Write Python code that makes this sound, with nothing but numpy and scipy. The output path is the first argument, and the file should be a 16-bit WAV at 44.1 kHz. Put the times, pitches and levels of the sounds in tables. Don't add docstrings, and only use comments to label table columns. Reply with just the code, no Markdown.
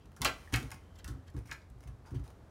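import sys
import numpy as np
from scipy import signal
from scipy.fft import rfft, irfft
from scipy.io import wavfile
from scipy.ndimage import uniform_filter1d

SR = 44100
rng = np.random.default_rng(int(sys.argv[2]) if len(sys.argv) > 2 else 0)


def voltage_ratio(decibels):
    exponent = np.asarray(decibels, float) / 20
    return 10 ** exponent


def waveform_to_disk(signal):
    frames = np.transpose(np.atleast_2d(signal))
    scaled = np.clip(frames, -1, 1) * 32767
    samples = np.round(scaled).astype(np.int16)
    wavfile.write(sys.argv[1], SR, samples)


N = 110250
T = np.arange(N) / SR

# start in seconds, crack level in dB, wood level in dB, wood centre in Hz,
# rattle length in seconds.
JOINT_KNOCKS = [(.164, -50.5, -58.5, 1460, 0.013), (0.2172, -25.5, -44.5, 4270, 0.0054),
                (.218, -63, -41, 960, 0.019), (.2470, -20.5, -28.5, 2780, 0.0075),
                (.248, -47, -31, 1340, 0.012), (0, -82, -72.5, 3150, 0.034), (.538, -69, -46.5, 850, 0.02),
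                (0.5393, -28.5, -31, 2150, 0.005), (0.5593, -27, -39, 1850, 0.0047),
                (0.7157, -37.5, -48, 1770, 0.0059), (.718, -79, -55, 960, 0.0068),
                (1.044, -39.5, -61.5, 2630, 0.0039), (1.05, -63, -56, 1430, 0.045),
                (1.078, -43.5, -65, 2900, 0.018), (1.5132, -40, -44, 4950, 0.001),
                (1.5159, -72, -38.5, 1690, 0.0011), (1.339, -65, -61, 1260, 0.032),
                (1.473, -57, -61, 1830, 0.071), (.249, -76, -47, 604, 0.042), (1.88, -83, -65, 1340, 0.015),
                (2.058, -80, -59.5, 1080, 0.04), (2.1477, -76, -65, 1480, 0.042),
                (2.263, -69, -65, 840, 0.074)]
MORE_KNOCKS = [(.205, -83, -44, 150, 0.023), (.218, -60, -44, 2070, 0.015),
               (.2485, -48, -35.5, 2040, 0.021), (.25, -80, -39, 546, 0.016),
               (.2535, -32.5, -33, 4160, .008), (.2635, -41.5, -45, 3520, .006),
               (.533, -90, -44.5, 342.6, 0.05), (.537, -36, -35, 3240, 0.0066),
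               (.567, -48, -48, 2000, 0.0069), (.575, -80, -47, 212, 0.038),
               (1.0445, -86, -54, 1640, 0.0023), (1.125, -90, -50.5, 200, 0.035),
               (1.365, -93, -49.5, 278, 0.013), (1.494, -74, -56, 1500, .003),
               (1.505, -80, -55, 1900, 0.0018), (1.514, -80, -49.5, 1030, .008),
               (1.5145, -69, -50.5, 3520, 0.0051), (1.5184, -70, -43.5, 1790, 0.0011),
               (1.5255, -42, -60, 5830, 0.0043), (1.617, -77, -68, 4200, .002),
               (1.8217, -65, -82, 2800, 0.0024), (2.052, -76, -61.5, 1390, 0.0023),
               (2.056, -80, -70, 4360, 0.026), (1.7, -58, -78, 3240, 0.0026),
               (2.149, -79, -64, 3300, 0.014), (2.257, -63, -84, 3000, 0.0083),
               (2.2655, -90, -59, 820, .004)]
# frequency in Hz, level in dB.
CRACK_COLOUR = [(1000, -29), (3000, -4.5), (6000, 0.5), (10000, -3), (16000, -12)]
# start in seconds, pitch in Hz, level in dB, t60 in seconds.
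SLAT_RINGS = [(0.218, 1017, -38, 0.084), (.2175, 2070, -41.5, 0.056), (.2175, 5960, -47, 0.027),
              (0.217, 6640, -37, .018), (.219, 3500, -34.5, 0.033), (.25, 1240, -42.5, 0.074),
              (.252, 1558, -44.5, 0.18), (.254, 2324, -40.5, 0.078), (.475, 1840, -37, 0.0091),
              (.539, 2220, -35, 0.044), (0.538, 2590, -49, 0.02), (0.541, 1882, -36.5, 0.097),
              (0.551, 1224, -46.5, 0.085), (.716, 887, -48, 0.042), (.716, 2082, -61, 0.17),
              (1.044, 2705, -52.5, 0.035), (1.045, 4360, -58, 0.034), (1.078, 3540, -52.5, 0.031),
              (1.076, 4600, -67, 0.062), (1.078, 5810, -59.5, 0.054), (1.5145, 1310, -50, 0.046),
              (1.5145, 2150, -56, .06), (1.515, 4210, -58, 0.069), (1.5158, 1620, -54, .05),
              (1.525, 1755, -61, .25)]
# start in seconds, low mode in dB, middle modes in dB,
# upper modes in dB, roll length in seconds.
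FRAME_THUDS = [(0.043, -59.5, -64, -63.5, 0.044), (0.2, -43.5, -40.5, -45.5, 0.012),
               (0.226, -56, -55, -44.5, 0.071), (0.396, -51.5, -58, -67, 0.013),
               (0.529, -39, -32.5, -35, 0.02), (0.628, -50, -46.5, -49.5, 0.021),
               (1.041, -47.5, -57, -78, 0.024), (1.081, -45, -44.5, -50, 0.039),
               (1.343, -48.5, -46, -43, 0.011), (1.364, -40, -40, -47.5, 0.013),
               (1.484, -55, -52.5, -63, 0.042), (1.698, -55.5, -56.5, -69, 0.084),
               (1.854, -49, -47, -62, 0.051), (2.114, -45.5, -39, -49.5, 0.029),
               (2.136, -44.5, -39.5, -43.5, 0.031), (2.193, -44.5, -47, -51.5, 0.013)]
# pitch in Hz, level in dB, t60 in seconds.
FRAME_MODES = [(58.4, 6.5, 0.22), (106.2, -4, 0.45), (127.6, -2.5, 0.34), (282.4, -4, 0.24),
               (247.4, -9.5, 0.12), (354.3, -7, 0.03), (445.2, -17, 0.042)]
# start in seconds, level in dB, scrape length in seconds.
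GRIT_TICKS = [(0.056, -53.5, 0.0025), (0.117, -53.5, 0.0024), (0.21, -40.5, 0.0025), (0.299, -63, 0.51),
              (0.523, -46, 0.014), (0.532, -34, 0.005), (0.572, -53, 0.086), (0.6276, -39, 0.0019),
              (0.705, -29, 0.00076), (0.742, -41, 0.0024), (1.365, -47, 0.0025), (1.373, -59, 0.013),
              (1.389, -42.5, 0.0014), (1.455, -59, 0.026), (1.51, -52, 0.0016), (1.805, -56.5, 0.0045),
              (1.827, -59.5, 0.0073), (1.835, -56, 0.0051), (1.873, -52, 0.0073), (2.057, -65.5, 0.051),
              (2.1065, -61, 0.012), (2.144, -56.5, 0.015), (2.194, -61, 0.0067), (2.237, -61, 0.029),
              (2.277, -45, 0.0018), (2.302, -51, 0.003)]
# frequency in Hz, level in dB.
GRIT_COLOUR = [(700, 13.5), (2000, 10), (4500, 0.5), (6000, 6.5), (7500, -2), (9300, 3.5), (12000, -4.5),
               (16000, -6)]
# frequency in Hz, t60 in seconds.
ROOM_DECAY = [(200, 0.2), (1000, 0.21), (3000, 0.21), (8000, 0.15), (14000, 0.16)]
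# frequency in Hz, level in dB per Hz.
AIR_COLOUR = [(15, -20), (25, -0.5), (82, -2.5), (141, -10), (887, -23.5), (1190, -26), (2990, -40.5),
              (3620, -40), (16000, -52)]
# time in seconds, level in dB.
AIR_SWELL = [(0, 0.5), (.35, 2.5), (.7, 3), (1.1, 2.5), (1.7, 0.5), (2.5, 2.5)]
# time in seconds, level in dB.
HUM_LEVEL = [(0, -61.5), (.6, -53), (.8, -53), (1.3, -55), (1.6, -61), (2.5, -60.5)]


def unit(x):
    return x / np.sqrt(np.mean(x ** 2) + 1e-30)


def loud(x, span_s):
    return x / np.sqrt(uniform_filter1d(x ** 2, int(span_s * SR)).max() + 1e-30)


def read(table, hz):
    f, v = np.array(table, float).T
    return np.interp(np.log(np.maximum(hz, 1)), np.log(f), v)


def colour(x, table):
    n = x.shape[-1]
    return irfft(rfft(x) * voltage_ratio(read(table, np.fft.rfftfreq(n, 1 / SR))), n)


def octave_weight(hz, centre):
    return np.maximum(1 - abs(np.log2((hz + 1) / centre)), 0)


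def ring(x, hz, t60):
    pole = np.exp(2j * np.pi * hz / SR - np.log(1000) / (max(t60, 1e-3) * SR))
    return signal.lfilter([1], [1, -pole], x).imag


def walk(rate):
    k = int(SR / rate)
    steps = np.repeat(rng.standard_normal(N // k + 1), k)
    return unit(uniform_filter1d(uniform_filter1d(steps, k), k)[:N])


def add(out, x, start):
    i = int(start * SR)
    out[i:i + len(x)] += x[:N - i]


def slat_modes(rattle, centre_hz, draws):
    spread_octaves, t60_at_1k_s = 0.44, 0.022
    modes = 0
    for k, hz in enumerate(np.geomspace(110, 15000, 150)):
        octaves = np.log2(hz / centre_hz)
        if abs(octaves) < 2.5 * spread_octaves:
            detuned_hz = hz * (1 + 0.012 * draws[-1 - k])
            mode = unit(ring(rattle, detuned_hz, t60_at_1k_s * (1000 / hz) ** 0.5))
            modes = modes + np.sign(draws[k]) * np.exp(-0.5 * (octaves / spread_octaves) ** 2) * mode
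    return modes


def knocks(table):
    crack_s, crack_rise_s = 0.00085, 0.00029
    out, t = np.zeros(N), T[:8192]
    for start, crack_db, wood_db, centre_hz, length in table:
        crack_noise, rattle_noise, draws = rng.standard_normal((3, len(t)))
        crack_shape = np.exp(-t / crack_s) + 0.3 * np.exp(-t / length)
        crack = unit(colour(crack_noise, CRACK_COLOUR)) * crack_shape * (1 - np.exp(-t / crack_rise_s))
        rattle_shape = np.exp(-t / length) * (1 - np.exp(-t / (0.24 * length)))
        rattle = rattle_noise * abs(rattle_noise) * rattle_shape
        wood = loud(slat_modes(rattle, centre_hz, draws), 0.0053)
        add(out, voltage_ratio(crack_db) * crack + voltage_ratio(wood_db) * wood, start)
    return out


def slat_rings():
    out, t = np.zeros(N), T[:16384]
    for start, hz, db, t60 in SLAT_RINGS:
        envelope = voltage_ratio(db + 5.5 - 60 * t / t60) * (1 - np.exp(-t / 0.0024))
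        add(out, envelope * np.sin(2 * np.pi * hz * t), start)
    return out


def thuds():
    rise_s, wobble_db = 0.0045, 3.5
    out, t = np.zeros(N), T[:16384]
    for start, low_db, mid_db, top_db, length in FRAME_THUDS:
        for hz, db, t60 in FRAME_MODES:
            group_db = low_db if hz < 85 else mid_db if hz < 180 else top_db
            detune, phase = rng.standard_normal(2)
            shudder = np.interp(t, np.arange(40) * 0.012, rng.standard_normal(40))
            rise = np.sin(np.pi / 2 * np.clip(t / rise_s, 0, 1)) ** 2
            decay = voltage_ratio(-60 * np.maximum(t - length, 0) / t60)
            level = voltage_ratio(group_db + db + 0.5 + wobble_db * shudder)
            turns = np.cumsum(hz * (1 + 0.013 * detune + 0.042 * shudder[::-1])) / SR
            add(out, level * rise * decay * np.sin(2 * np.pi * turns + 2 * phase), start)
    return out


def grit():
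    grain_db, rise_s = 6, 0.0011
    out, t = np.zeros(N), T[:12288]
    for start, db, length in GRIT_TICKS:
        noise, unevenness = rng.standard_normal((2, len(t)))
        grains = unit(colour(noise * voltage_ratio(grain_db * unevenness), GRIT_COLOUR))
        shape = np.exp(-t / max(length, 3e-4)) * (1 - np.exp(-t / rise_s))
        add(out, voltage_ratio(db) * grains * shape, start)
    return out


def squeak():
    middle_s, spread_s = 0.94, 0.21
    rub = unit(ring(rng.standard_normal(N), hz=3070, t60=0.012))
    return voltage_ratio(-80.5) * rub * np.exp(-0.5 * ((T - middle_s) / spread_s) ** 2)


def walls():
    room_db, gap_s, late_db, late_stretch = -5, 0.0013, -21, 3
    n, tail = 32768, 0
    t, hz = T[:n], np.fft.rfftfreq(n, 1 / SR)
    for centre in 125 * 2.0 ** np.arange(8):
        band = irfft(rfft(rng.standard_normal(n)) * octave_weight(hz, centre) ** 0.5, n)
        fall_db = -60 * t / read(ROOM_DECAY, centre)
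        tail = tail + band * (voltage_ratio(fall_db) + voltage_ratio(late_db + fall_db / late_stretch))
    spectrum = rfft(tail)
    power = abs(spectrum) ** 2
    even = np.sqrt(uniform_filter1d(power, 1500) / uniform_filter1d(power, 120))
    tail = irfft(spectrum * np.where(hz > 900, even, 1), n)
    tail = tail * (1 - np.exp(-t / gap_s))
    return voltage_ratio(room_db) * tail / np.sqrt(np.sum(tail ** 2))


def air():
    level_db, flicker_db = -57.5, -0.5
    hz, out = np.fft.rfftfreq(N, 1 / SR), 0
    noise = rfft(colour(rng.standard_normal(N), AIR_COLOUR))
    for centre in 23 * 2.0 ** np.arange(10):
        band = irfft(noise * octave_weight(hz, centre), N)
        out = out + band * voltage_ratio(flicker_db * walk(14) * min(1, (500 / centre) ** 0.9))
    return unit(out) * voltage_ratio(level_db + np.interp(T, *np.array(AIR_SWELL).T))


def hum():
    turns = np.cumsum(86 * (1 + 0.023 * walk(17))) / SR
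    level_db = np.interp(T, *np.array(HUM_LEVEL).T) + 1.5 * walk(2.8)
    return np.sin(2 * np.pi * turns) * voltage_ratio(level_db)


def scene():
    bright = knocks(JOINT_KNOCKS) + knocks(MORE_KNOCKS) + slat_rings() + grit() + squeak()
    echo = signal.fftconvolve(bright, walls())[:N]
    return (bright + echo + thuds() + air() + hum())[None]


def band_limit(x):
    return signal.sosfilt(signal.butter(12, 16840, fs=SR, output="sos"), x)


def record(dry):
    bass_cut = signal.butter(4, 44.4, "high", fs=SR, output="sos")
    top_cut = signal.ellip(8, 0.2, 40, 15800, fs=SR, output="sos")
    mix = signal.sosfilt(top_cut, signal.sosfilt(bass_cut, dry))
    return band_limit(mix)


dry = scene()
out = record(dry)
waveform_to_disk(out)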